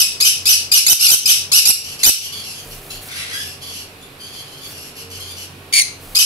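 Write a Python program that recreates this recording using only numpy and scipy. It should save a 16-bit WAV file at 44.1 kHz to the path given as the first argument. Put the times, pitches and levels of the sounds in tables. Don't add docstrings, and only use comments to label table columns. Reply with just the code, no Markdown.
import sys
import numpy as np
from scipy import signal
from scipy.fft import rfft, irfft, next_fast_len
from scipy.io import wavfile
from scipy.ndimage import uniform_filter1d, map_coordinates

SR = 44100
rng = np.random.default_rng(int(sys.argv[2]) if len(sys.argv) > 2 else 0)


def dump(signal):
    limited = np.clip(np.atleast_2d(signal).T, -1, 1)
    pcm = np.round(limited * 32767).astype(np.int16)
    wavfile.write(sys.argv[1], SR, pcm)


N = 275625
TOP_HZ = 15650

# (time [s], first note [s], second note [s], arch [s],
# second note's pitch [Hz], mid-arch pitch [Hz], relative level [dB])
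LEADER_SQUAWKS = [ (-.055, 0.022, 0.014, 0.045, 2520, 2962, -5), (.2, .019, 0.022, 0.045, 2537, 3027, -5.5),
                  (.454, 0.0082, 0.022, 0.054, 2537, 3018, -6),
                  (.713, 0.0012, 0.018, 0.061, 2482, 2995, -5), (.99, .014, 0.015, .056, 2770, 2922, -6),
                  (1.253, 0.0021, .016, .056, 2510, 3024, -5.5),
                  (1.516, 0.012, 0.015, 0.054, 2580, 2938, -4),
                  (6.148, .013, 0.022, .046, 2502, 3018, -5.5)]
MATE_SQUAWKS = [ (.862, .016, 0.017, 0.04, 2594, 3057, 2.3), (1.081, .016, .015, 0.039, 2686, 3032, 2.3),
                (1.652, .015, 0.014, .033, 2740, 2884, 2), (2.031, 0.01, 0.018, .041, 2438, 3014, 5.2)]
# (relative level [dB], roughness [1])
LEADER_NOTES = [(-5.5, 0.73), (2, 0.53), (2, 0.53)]
MATE_NOTES = [(-6.5, 0.53), (-5, 0.52), (1, 0.38)]
# (frequency [Hz], gain [dB])
LEADER_THROAT = [(900, -16), (1700, -12.5), (2300, -4.5), (3000, -5), (3600, 3.5), (4600, 6), (5900, 1.5),
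                 (6700, 0.5), (7600, -0.5), (8800, -6.5), (11300, 2.5), (12200, -4.5), (13200, -13),
                 (16000, -16)]
MATE_THROAT = [(900, -12), (1700, -7.5), (2300, -5.5), (3000, -8.5), (3600, 9), (4600, 6), (5900, 0.5),
               (6700, 4.5), (7600, 0.5), (8800, -5.5), (11300, 2.5), (12200, -0.5), (13200, -12),
               (16000, -10)]
def parrot(squawks, manner, throat):
    climb, arch = (.96, 1.015), (.94, .82)
    gap_s = .00498
    notes = []
    for s, first_s, second_s, arch_s, second_hz, arch_hz, db in squawks:
        steps = [(first_s, .875 * second_hz, climb), (second_s, second_hz, climb),
                 (arch_s, arch_hz, arch)]
        for (length, hz, bend), (note_db, rough) in zip(steps, manner):
            if length > gap_s:
                notes.append(note(s, length - gap_s, hz, db + note_db, bend, rough))
            s += length
    return syrinx(notes, throat, jitter=.065, flutter_rate=1500, rasp=6, hiss=1.65, doubling=.5,
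                  edge=.002)


# (time [s], length [s], start pitch [Hz], middle pitch [Hz],
# end pitch [Hz], relative level [dB], roughness [1])
BARK_NOTES = [(5.723, 0.0046, 2070, 2090, 2120, -19, 0.9), (5.733, .066, 2250, 2307, 2193, -6, .62),
              (5.801, .019, 2135, 2110, 1990, -9.5, 0.3)]
# (frequency [Hz], gain [dB])
BARK_THROAT = [(900, -21.5), (1600, -19), (2200, -7), (3100, -3), (4300, -4.5), (5300, -2.5), (6200, -3),
               (7600, -10.5), (10000, -4), (12000, -17.5), (13200, -22), (16000, -15)]
def bark():
    return syrinx(BARK_NOTES, BARK_THROAT, jitter=.11, flutter_rate=1400, rasp=6, hiss=1.1,
                  doubling=.15, edge=.0027)


def note(s, length, hz, db, bend, rough):
    return s, length, hz * bend[0], hz, hz * bend[1], db, rough


def syrinx(notes, throat, jitter, flutter_rate, rasp, hiss, doubling, edge):
    track = np.zeros(N)
    for s, length, start_hz, middle_hz, end_hz, db, rough in notes:
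        size = int((length + edge) * SR)
        u = np.linspace(0, 1, size)
        arch = np.polyval(np.polyfit([0, .5, 1], [start_hz, middle_hz, end_hz], 2), u)
        pitch = arch * (1 + jitter * rough * wobble(flutter_rate, size))
        phase = 2 * np.pi * np.cumsum(pitch) / SR
        orders = np.arange(1, int(TOP_HZ / middle_hz) + 1)
        offsets = rng.uniform(0, 2 * np.pi, (16, 1))[:len(orders)]
        tone = unit(np.sin(orders[:, None] * phase + offsets).sum(0))
        tone *= 1 + doubling * rough * np.sin(phase / 2)
        breath = hiss * rough ** 2 * rng.standard_normal(SR // 2)[:size]
        source = (tone + breath) * amp(rasp * rough * wobble(flutter_rate / 2, size))
        gate = np.clip(np.minimum(u, 1 - u) * (length + edge) / edge, 0, 1)
        add(track, s, amp(db) * unit(shaped(source * gate, throat)))
    return track


# (frequency [Hz], left minus right level [dB])
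PORT_BALANCE = [(60, -3), (110, 12), (200, 10), (380, -2), (700, 7), (1290, 6.5), (2380, 4.5), (5600, 3),
                (8120, -2.5), (11000, -10), (15000, 0)]
def near_parrots():
    leader = parrot(LEADER_SQUAWKS, LEADER_NOTES, LEADER_THROAT)
    mate = parrot(MATE_SQUAWKS, MATE_NOTES, MATE_THROAT)
    low_call = bark()
    heard = (room(leader, wet_db=0, walls_db=13.5, delays_s=(.0004, .007))
             + room(mate, wet_db=-6, walls_db=10, delays_s=(.0004, .009))
             + room(low_call, wet_db=-11, walls_db=19, delays_s=(.0004, .007)))
    return filtered(heard, lambda hz: amp(np.outer([.5, -.5], along(PORT_BALANCE, hz))))


# (time [s], length [s], pitch [Hz], relative level [dB])
FLOCK_SQUAWKS = [ (1.821, .11, 2916, -31), (1.978, 0.046, 2690, -29), (2.203, 0.0497, 2984, -25),
                 (2.42, .10, 2770, -31.5), (2.535, 0.059, 3190, -35), (2.695, 0.025, 2800, -36),
                 (3.136, 0.055, 2820, -35), (3.32, 0.2, 2910, -33.5), (3.681, .13, 2943, -33),
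                 (4.69, 0.09, 2860, -37), (4.789, .088, 2820, -37.5), (4.945, 0.063, 2876, -35),
                 (5.09, 0.084, 2990, -34.5), (5.347, 0.082, 2940, -33.5)]
FLOCK_CHATTER = [ (2.309, 0.089, 1140, -30), (2.891, 0.076, 1419, -33), (3.60, 0.087, 1131, -33),
                 (4.005, 0.024, 3520, -42.5), (4.179, 0.077, 1577, -36.5), (4.25, 0.098, 1127, -38.5),
                 (4.331, 0.076, 1087, -35.5), (4.441, 0.156, 1048, -41), (4.60, 0.053, 1138, -34.5),
                 (5.19, 0.067, 1065, -34), (5.24, 0.078, 1163, -35)]
# (time [s], length [s], start pitch [Hz], middle pitch [Hz],
# end pitch [Hz], relative level [dB], roughness [1])
DEEP_NOTES = [(3.06, 0.15, 1433, 1563, 1617, -32.5, 1.1), (3.15, 0.21, 1765, 2024, 1913, -30.5, 0.99),
              (3.31, 0.1, 1635, 1669, 1740, -27.5, 0.36)]
# (frequency [Hz], gain [dB])
FLOCK_THROAT = [(1200, -35), (2200, 0.5), (3100, 5), (3800, 0.5), (4600, 10.5), (5900, 2), (7200, 3),
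                (9000, -3.5), (11300, 7), (13200, -13), (16000, -53)]
CHATTER_THROAT = [(1200, -17), (2200, -13.5), (3200, 3), (3800, -6), (4600, 3.5), (5700, -8.5), (6900, -5),
                  (8000, -18), (9300, -6.5), (11300, -3), (13200, -15), (16000, -36.5)]
DEEP_THROAT = [(900, -14), (1600, -0.5), (2400, 0.5), (3300, -0.5), (5000, -0.5), (7000, -10), (11000, -5),
               (15000, -31)]
def far_parrots():
    squawks = [note(*call, bend=(.99, .94), rough=.7) for call in FLOCK_SQUAWKS]
    chats = [note(*call, bend=(.95, .99), rough=.64) for call in FLOCK_CHATTER]
    flock = syrinx(squawks, FLOCK_THROAT, jitter=.07, flutter_rate=600, rasp=5, hiss=2.2,
                   doubling=.7, edge=.02)
    chatter = syrinx(chats, CHATTER_THROAT, jitter=.065, flutter_rate=250, rasp=6, hiss=1.6,
                     doubling=.2, edge=.02)
    deep = syrinx(DEEP_NOTES, DEEP_THROAT, jitter=.07, flutter_rate=500, rasp=5, hiss=2.2,
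                  doubling=.4, edge=.02)
    return room(flock + chatter + deep, wet_db=3.5, walls_db=-4, delays_s=(.0011, .018))


# (frequency [Hz], time to fall 60 dB [s])
ROOM_T60 = [(300, 0.073), (2600, 0.38), (5500, 0.34), (11000, 0.27), (16000, 0.15)]
def room(voice, wet_db, walls_db, delays_s):
    hz, t, spectra = signal.stft(rng.standard_normal((2, SR // 2)), SR, nperseg=256)
    tail = signal.istft(spectra * amp(-60 * t / along(ROOM_T60, hz)[:, None]), SR, nperseg=256)[1]
    tail *= 1 - np.exp(-np.arange(tail.shape[1]) / SR / .0021)
    early = np.zeros_like(tail)
    for port in early:
        taps = (rng.uniform(*delays_s, size=14) * SR).astype(int)
        port[taps] += amp(walls_db) * unit(rng.standard_normal(len(taps))) / np.sqrt(len(taps))
    early[0, 8] += 1
    early[1, 0] += 1
    response = early / np.linalg.norm(early[0]) + amp(wet_db) * tail / np.linalg.norm(tail[0])
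    return signal.fftconvolve(voice[None], response, axes=1)[:, :N] / np.hypot(1, amp(wet_db))


# (time [s], length [s], thud level [dB], brushing level [dB])
THUMP_AND_SHUFFLES = [(2.064, 0.03, -10, -16), (2.601, 0.23, -30.5, -39.5), (2.774, 0.25, -31.5, -40),
                      (3, 0.11, -56, -35), (4.659, 0.083, -56, -38), (5.979, 0.23, -33, -41.5)]
def thump_and_shuffles():
    thud_spectrum = [(12, 0), (28, 31), (60, -11), (140, 2.5), (260, -9), (700, -6), (2000, -70)]
    brush_spectrum = [(1000, -1.5), (7000, -4), (11000, 2), (15000, -1.5)]
    track = np.zeros(N)
    for s, length, thud_db, brush_db in THUMP_AND_SHUFFLES:
        size = int(length * SR)
        noise = rng.standard_normal((2, SR // 2))[:, :size]
        thud = unit(shaped(noise[0], thud_spectrum))
        brush = unit(shaped(noise[1], brush_spectrum)) * amp(wobble(177, size))
        add(track, s, signal.windows.tukey(size, .5) * (amp(thud_db) * thud + amp(brush_db) * brush))
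    return track


# (frequency [Hz], relative level [dB])
MOTOR_PARTIALS = [(91.5, -48.5), (140.0, -55.5), (274.5, -62), (398.4, -58), (457.6, -59), (737.5, -64),
                  (1109, -65)]
def motor_hum():
    t = np.arange(N) / SR
    return sum(amp(db + 4 * wobble(6.3)) * np.sin(2 * np.pi * hz * t + 1.02 * wobble(9.1))
               for hz, db in MOTOR_PARTIALS)


# (frequency [Hz], relative spectral density [dB])
AIR_SPECTRUM = [(25, 4), (58, -18), (85, -6), (261, -12.5), (467, -13.5), (974, -17.5), (1420, -17),
                (2170, -20), (2480, -14.5), (3040, -19.5), (4150, -21.5), (6480, -31.5), (11600, -25),
                (12600, -25.5), (15400, -42)]
# (frequency [Hz], correlation [1])
AIR_CORRELATION = [(60, 1), (180, 1), (550, 0.71), (1650, -0.0085), (4970, 0.25), (15000, -0.23)]
def room_air():
    def response(hz):
        angle = np.arccos(np.clip(along(AIR_CORRELATION, hz), -1, 1)) / 2
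        return amp(along(AIR_SPECTRUM, hz)) * [np.cos(angle), np.sin(angle)]
    mid, side = filtered(rng.standard_normal((2, N)), response)
    return amp(-38.5 + .077 * wobble(6.3)) * unit(np.array([mid + side, mid - side]))


def amp(db):
    return 10 ** (np.asarray(db) / 20)


def unit(x):
    return x / np.sqrt(np.mean(x ** 2) + 1e-20)


def along(points, hz):
    knots, values = np.transpose(points)
    return np.interp(np.log(hz + 1), np.log(knots + 1), values)


def wobble(rate, size=N):
    return map_coordinates(rng.standard_normal(4096), [np.arange(size) * rate / SR], mode="wrap")


def filtered(x, response):
    size = x.shape[-1]
    padded = next_fast_len(size + 2048)
    return irfft(rfft(x, padded) * response(np.fft.rfftfreq(padded, 1 / SR)), padded)[..., :size]


def shaped(x, points):
    return filtered(x, lambda hz: amp(along(points, hz)))


def add(track, s, sound):
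    start = round(s * SR)
    part = sound[max(-start, 0):N - start]
    track[max(start, 0):][:len(part)] += part


def scene():
    birds = near_parrots() + far_parrots()
    background = (room_air() + amp(4.5) * motor_hum()) * amp([[-1.1], [1.1]])
    return birds + thump_and_shuffles() + background


def overload(x, upper, lower):
    limit = np.where(x > 0, upper, lower)
    return x / (1 + np.abs(x / limit) ** 6) ** (1 / 6)


def gain_control(x, threshold_db, release_db_per_s, firmness):
    power = np.abs(uniform_filter1d(x ** 2, 180, axis=1)).max(0)
    excess_db = np.maximum(10 * np.log10(power + 1e-12) - threshold_db, 0)
    ramp = release_db_per_s * np.arange(N) / SR
    cut_db = np.maximum.accumulate(firmness * excess_db + ramp) - ramp
    return x * amp(-uniform_filter1d(cut_db, 90))


def record(dry):
    saturated = overload(dry, upper=2.02, lower=5.53)
    mic = filtered(saturated, lambda hz: (1j * hz / (48 + 1j * hz)) ** 2)
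    ducked = gain_control(mic, threshold_db=-8, release_db_per_s=56, firmness=.84)
    return filtered(np.clip(ducked, -1, 1), lambda hz: hz < TOP_HZ)


dry = scene()
out = record(dry)
dump(out)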